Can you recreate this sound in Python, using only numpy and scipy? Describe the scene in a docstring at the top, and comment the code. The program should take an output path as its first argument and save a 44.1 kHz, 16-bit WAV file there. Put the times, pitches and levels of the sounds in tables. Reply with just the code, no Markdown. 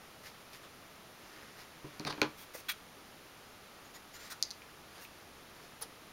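"""Soft rubs of fabric come first: hands fold a scrap close to a small camera.
Large scissors knock and drag on a work table as they are picked up; the steel ticks, the top rings.
The blades rasp open, slide slowly shut with a thin squeal and trim a thread with a sharp snip.
A small, dry room and a steady hiss lie behind it all."""
import sys
import numpy as np
from scipy import signal
from scipy.io import wavfile
from scipy.ndimage import uniform_filter1d

SR = 44100
rng = np.random.default_rng(int(sys.argv[2]) if len(sys.argv) > 2 else 0)


def pcm_store(signal):
    """Save signal as 16-bit PCM."""
    levels = np.round(np.clip(np.atleast_2d(signal), -1, 1) * 32767)
    wavfile.write(sys.argv[1], SR, levels.astype(np.int16).T)


N = 269892

# blades meet or the loose pivot shifts (time [s], level [dB])
CLICKS = [(1.997, -40.5), (2.0505, -41), (2.0766, -39.5), (2.0986, -41.5), (4.4264, -21.5), (4.5060, -39.5),
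          (4.5113, -36.5), (4.6196, -47), (5.0508, -46.5)]
# steel snap at full pitch (frequency [Hz], level [dB])
SNAP_SPECTRUM = [(300, -43), (2000, -25), (3100, -19), (3900, -5.5), (4750, 5.5), (5700, -5), (6500, -1),
                 (7500, -12.5), (9500, -17.5), (11500, -14), (13500, -26), (16000, -37)]
# ring after a snap, at full pitch (frequency [Hz], level [dB], t60 [s])
SNAP_MODES = [(4510, -17, 0.14), (4620, 5, 0.21), (5200, 1, .11), (6280, 15, 0.069), (6030, -3, .08)]
# thumb pulls the blades apart (start [s], length [s], level [dB], pitch [ratio])
OPENINGS = [(2.364, .072, -53, 0.98), (2.533, 0.028, -47, 0.61), (2.557, 0.049, -52.5, .75),
            (2.683, 0.018, -33.5, 1.0), (2.704, .016, -41.5, 0.96), (4.999, 0.049, -53.5, 0.83),
            (5.808, 0.025, -45, 0.37)]
# blades creep shut in small pushes (start [s], length [s], level [dB])
CLOSINGS = [(3.841, .025, -62.5), (3.936, 0.03, -53.5), (4.129, 0.038, -53), (4.176, 0.1, -54),
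            (4.295, .031, -45.3)]
# hiss of the edges before tilt (frequency [Hz], level [dB])
EDGE_SPECTRUM = [(200, -22), (700, -14), (1900, 3), (2700, -5.5), (4000, 2), (4600, 3), (5500, 1.5),
                 (6050, 1), (6500, 0), (7250, -4), (8800, -3.5), (10000, -7), (12500, -5.5), (16000, -7.5)]
# blade resonances at pitch 1 (frequency [Hz], width [Hz], peak [dB])
BLADE_RESONANCES = [(1490, 190, 1), (1870, 130, 0), (2450, 290, 1), (3320, 110, 6.5), (3900, 770, -3.5)]
# finger settles in the handle (time [s], rise [s], fall [s], level [dB])
GRIPS = [(2.553, 0.0035, 0.0021, -44)]
# rubbed handle (frequency [Hz], level [dB])
HANDLE_SPECTRUM = [(100, -22), (350, -8), (550, 3), (850, -17), (2000, -48), (16000, -60)]
# singing edges (frequency [ratio], level [dB])
SQUEAL_PARTIALS = [(1, 2.5), (.83, -12), (1.88, -4)]
# stick-slip chirps (middle [s], centre frequency [Hz], level [dB])
SQUEAKS = [(2.719, 9350, -49), (4.327, 9200, -49), (4.33, 1410, -53), (5.8155, 14000, -49),
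           (5.8255, 10300, -36.5)]
# scissors and fingers hit the table (time [s], table level [dB], tick level [dB], hardness [Hz])
KNOCKS = [(1.8439, -34, -68, 90), (1.9967, -32.5, -45, 350), (2.0504, -32, -36.5, 220),
          (2.0786, -31, -56, 2000), (2.1257, -35, -41, 2500), (2.1775, -35, -54, 1000),
          (2.2168, -19, -20, 2180)]
# ring of the table top (frequency [Hz], level [dB], t60 [s])
TABLE_MODES = [(140.8, -0.5, 0.165), (238, -5.5, 0.11), (304.4, 2.5, 0.18), (390.5, 3, 0.082),
               (448.4, -4, 0.16), (764, -7, 0.056), (880, -4, .1), (947, -4, 0.085), (1028, 1.5, 0.14),
               (1160, -9.5, 0.3), (1400, -22, 0.13), (1630, 0.5, 0.059), (2310, -8, 0.21),
               (2680, -11, 0.16), (3321, -6, 0.13), (4100, -14, .08)]
# its dense modes (frequency [Hz], level [dB])
TABLE_SPECTRUM = [(40, -33), (90, -16), (140, 0.5), (210, -1.5), (400, 3), (650, -4), (1000, -1),
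                  (1700, -5.5), (2450, -11), (3000, -5.5), (4300, -11), (7000, -19), (16000, -34)]
# short ring of steel on the table (frequency [Hz], level [dB], t60 [s])
TICK_MODES = [(1370, -3.5, 0.0084), (2464, 6.5, 0.0076), (2720, -10, 0.0045), (4170, 9, 0.0032),
              (5760, -12, 0.0084), (6420, 0, 0.0029), (9900, -13, 0.0033)]
# steel drags over the table (time [s], rise [s], fall [s], level [dB])
DRAGS = [(2.0745, 0.0054, 0.0049, -33.5), (2.109, .006, 0.0031, -36)]
# dragged steel (frequency [Hz], level [dB])
DRAG_SPECTRUM = [(200, -6), (1000, 8), (2800, -4.5), (4500, 7.5), (6000, -4.5), (7200, -19), (9300, -9.5),
                 (11000, -28), (16000, -25)]
# fingers rub the fabric (middle [s], length [s], level [dB], pitch [ratio])
RUBS = [(.268, 0.043, -50.5, 1), (0.548, 0.041, -52.5, 0.95), (0.644, 0.027, -58, 0.66),
        (1.379, 0.27, -58, 0.99), (1.605, 0.059, -55, 1), (2.05, .34, -59, 1), (4.98, .08, -56, .9),
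        (5.628, 0.14, -60, 0.93)]
# cloth at pitch 1, before tilt (frequency [Hz], level [dB])
CLOTH_SPECTRUM = [(200, -10.5), (900, -9), (1900, 0.5), (3400, -6.5), (5200, -2), (7000, -8.5),
                  (10000, -11), (12800, -6.5), (16000, -19)]
# reflections off nearby surfaces (base delay [s], base level [dB])
ECHOES = [(.0072, -13), (.0084, -16), (.0099, -10), (0.0144, -24), (0.0205, -31), (.0268, -25)]
# room air and microphone noise (frequency [Hz], level [dB])
HISS_SPECTRUM = [(20, -6), (60, -2.5), (130, -0.5), (270, 0.5), (550, -1), (1050, -3), (1270, -0.5),
                 (1550, -4.5), (3000, -7.5), (6000, -12.5), (8500, -17.5), (10200, -15), (16000, -21)]


def snips(ring_db=-17, dispersion=0.64, octave_down_db=-47, knee_db=3):
    """Steel snaps on steel; the hand damps all but a faint ring. Weak clicks are duller."""
    out = np.zeros(N)
    for s, db in CLICKS:
        pitch = 1 / (1 + np.exp((octave_down_db - db) / knee_db))
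        snap = colour(SNAP_SPECTRUM, pitch)
        for _ in range(4):  # bending waves: the treble runs ahead along the blade
            snap = signal.lfilter([-dispersion, 1], [1, -dispersion], snap)
        add(out, s, amp(db) * impact(snap))
        add(out, s, amp(db + ring_db) * impact(struck(SNAP_MODES, pitch)))
    return out


def blades(closing_pitch=0.565):
    """A bright rasp opening, a duller scrape closing, a finger rubbing the handle."""
    out = np.zeros(N)
    for s, length_s, db, pitch in OPENINGS:
        add(out, s, slide(length_s, db, pitch, tilt_db_oct=7 + 4.5 * np.log2(pitch)))
    for s, length_s, db in CLOSINGS:
        tilt_db_oct = -1.2 + 0.33 * (db + 50)  # faster pushes are brighter
        add(out, s, slide(length_s, db, closing_pitch, tilt_db_oct))
    return out + strokes(GRIPS, colour(HANDLE_SPECTRUM), grain_db=5)


def slide(length_s, db, pitch, tilt_db_oct):
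    """Sliding edges hiss and stir broad blade resonances; pitch stands for the crossing point."""
    modes = [(hz, peak_db + 20 * np.log10(width_hz), np.log(1000) / np.pi / width_hz)
             for hz, width_hz, peak_db in BLADE_RESONANCES]
    band = signal.butter(2, [1150 * pitch, 4800 * pitch], "bandpass", fs=SR)
    speed = push(length_s, db)
    ring = friction(signal.lfilter(*band, struck(modes, pitch)), speed, grain_db=0.5)
    ring_db = -2 + 0.45 * (db + 40)  # hard slides ring more
    edge = friction(colour(EDGE_SPECTRUM, tilt_db_oct=tilt_db_oct), speed, grain_db=2)
    return edge + amp(ring_db) * ring


def push(length_s, db):
    """Blade speed in one movement: attack, hold, release. Longer movements ramp more gently."""
    stretch = (length_s / 0.03) ** 0.55
    attack_s, release_s = 0.0151 * stretch, 0.0078 * stretch
    t = np.arange(0, length_s + 5 * release_s, 1 / SR)
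    return amp(db) * np.minimum(t / attack_s, 1) * np.exp(-np.maximum(t - length_s, 0) / release_s)


def squeal(start_hz=6780, rise_hz=1210, start_db=-5.5, fade_db=-12):
    """Closing edges sing with their speed, rising and fading as the crossing point runs to the tips."""
    speed = np.zeros(N)
    for s, length_s, db in CLOSINGS:
        add(speed, s, push(length_s, db))
    travel = np.cumsum(speed) / speed.sum()
    hz = start_hz + rise_hz * travel
    partials = sum(amp(db) * stick_slip(ratio * hz, jitter=0.026) for ratio, db in SQUEAL_PARTIALS)
    return speed * amp(start_db + fade_db * travel) * partials


def squeaks(chirp_s=0.013, glide_oct_per_s=14.3, overhang_s=0.0151):
    """Edges stick and slip in a fast slide: chirps glide up while closing, otherwise down."""
    out, t = np.zeros(N), np.arange(-chirp_s / 2, chirp_s / 2, 1 / SR)
    for s, hz, db in SQUEAKS:
        closing = any(0 < s - start_s < length_s + overhang_s for start_s, length_s, _ in CLOSINGS)
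        glide = 2 ** (glide_oct_per_s * (t if closing else -t))
        add(out, s + t[0], amp(db) * np.hanning(len(t)) * stick_slip(hz * glide, jitter=0.033))
    return out


def table(body_t60_s=0.15, body_db=1, chatter_db=-17, chatter_s=0.00042, contact_s=0.00021):
    """Steel ticks, chatters and drags; the table top rings, mainly in its low modes under soft blows."""
    out, t = np.zeros(N), np.arange(SR // 3) / SR
    tick = impact(struck(TICK_MODES) * (1 - np.exp(-t / contact_s)))
    ring = impact(struck(TABLE_MODES))
    for s, db, tick_db, hardness_hz in KNOCKS:
        dense, chatter = rng.standard_normal((2, len(t)))
        body = signal.fftconvolve(dense * amp(-60 * t / body_t60_s), colour(TABLE_SPECTRUM))[:len(t)]
        lowpass = signal.butter(1, hardness_hz, fs=SR)
        top = signal.lfilter(*lowpass, ring + amp(body_db) * impact(body))
        add(out, s, amp(db) * impact(top))
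        steel = amp(tick_db) * (tick + amp(chatter_db) * impact(chatter * np.exp(-t / chatter_s)))
        add(out, s - 0.000937, amp(-11) * steel)  # one blade lands just before the other
        add(out, s, steel)
    return out + strokes(DRAGS, colour(DRAG_SPECTRUM), grain_db=3.5)


def fabric():
    """Fibres catch on skin as the scrap is folded; longer, slower rubs are duller."""
    out = np.zeros(N)
    for s, length_s, db, pitch in RUBS:
        cloth = colour(CLOTH_SPECTRUM, pitch, tilt_db_oct=-1.5 - 0.8 * np.log2(length_s / 0.05))
        out += strokes([(s, length_s / 2, length_s / 2, db)], cloth, grain_db=5)
    return out


def room(x, path_ratio, echo_db, tail_db, t60_s=0.18, build_s=0.0046, lowpass_hz=8000):
    """Direct sound plus a few duller reflections and a short diffuse tail."""
    t = np.arange(SR // 3) / SR
    response = rng.standard_normal(len(t)) * amp(-60 * t / t60_s) * (1 - np.exp(-t / build_s))
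    response *= amp(tail_db) / np.linalg.norm(response)
    for delay_s, db in ECHOES:
        add(response, delay_s * path_ratio, amp([db + echo_db]))
    response = signal.lfilter(*signal.butter(2, lowpass_hz, fs=SR), response)
    return x + signal.fftconvolve(x, response)[:N]


def hiss(rms_db=-55):
    """Steady room air and microphone noise."""
    noise = signal.fftconvolve(rng.standard_normal(N), colour(HISS_SPECTRUM, size=8192))[:N]
    return amp(rms_db) * unit_rms(noise)


def strokes(rows, response, grain_db):
    """Friction under bell-shaped swells, one per row."""
    out = np.zeros(N)
    for s, rise_s, fall_s, db in rows:
        t = np.arange(-round(3 * rise_s * SR), round(3 * fall_s * SR)) / SR
        swell = np.exp(-0.5 * (t / np.where(t < 0, rise_s, fall_s)) ** 2)
        add(out, s + t[0], amp(db) * friction(response, swell, grain_db))
    return out


def friction(response, swell, grain_db):
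    """A swell of tiny uneven catches, each ringing the response."""
    n = len(swell)
    noise = rng.standard_normal(n)
    grain = amp(grain_db * np.repeat(rng.standard_normal(n), 16)[:n])
    return unit_rms(signal.fftconvolve(noise * grain, response)[:n]) * swell


def stick_slip(hz, jitter):
    """An unsteady tone along a pitch curve."""
    wobble = unit_rms(uniform_filter1d(rng.standard_normal(len(hz)), size=30))
    return np.sqrt(2) * np.sin(2 * np.pi * np.cumsum(hz * (1 + jitter * wobble)) / SR)


def struck(modes, pitch=1):
    """Decaying sines of alternating sign."""
    t = np.arange(SR // 3) / SR
    return sum((-1) ** k * amp(db - 60 * t / t60_s) * np.sin(2 * np.pi * hz * pitch * t)
               for k, (hz, db, t60_s) in enumerate(modes))


def colour(spectrum, pitch=1, tilt_db_oct=0, size=2048):
    """Minimum-phase impulse response of a spectrum, pitch-shifted and tilted about 5 kHz."""
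    hz = np.abs(np.fft.fftfreq(size, 1 / SR)) + 10
    point_hz, point_db = np.transpose(spectrum)
    db = np.interp(np.log(hz / pitch), np.log(point_hz), point_db)
    db += tilt_db_oct * np.log2(np.maximum(hz, 500) / 5000)
    log_response = np.conj(signal.hilbert(np.log(amp(db))))
    return np.fft.ifft(np.exp(log_response)).real[:size // 2]


def amp(db):
    """Decibels to gain."""
    return 10 ** (np.asarray(db) / 20)


def unit_rms(x):
    """Scales to rms 1."""
    return x / np.sqrt(np.mean(x ** 2) + 1e-20)


def impact(x):
    """Scales to the energy of 100 samples at rms 1."""
    return 10 * x / np.linalg.norm(x)


def add(mix, s, sound):
    """Mixes a sound in at time s."""
    part = mix[max(round(s * SR), 0):][:len(sound)]
    part += sound[:len(part)]


def scene():
    """Reflections travel farther from the table top than from the raised hands."""
    on_table = room(table(), path_ratio=1.3, echo_db=-3, tail_db=-11)
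    handling = snips() + blades() + squeal() + squeaks() + fabric()
    in_hand = room(handling, path_ratio=0.98, echo_db=-3.5, tail_db=-11.5)
    return (on_table + in_hand + hiss())[None]


def record(dry, notch_hz=7930, notch_width_hz=850, cutoff_hz=15850):
    """Camera: narrow treble notch, steep band limit."""
    notched = signal.lfilter(*signal.iirnotch(notch_hz, notch_hz / notch_width_hz, fs=SR), dry)
    lowpass = signal.firwin(511, cutoff_hz, window=("kaiser", 8), fs=SR)
    return signal.oaconvolve(notched, lowpass[None], "same")


dry = scene()
out = record(dry)
pcm_store(out)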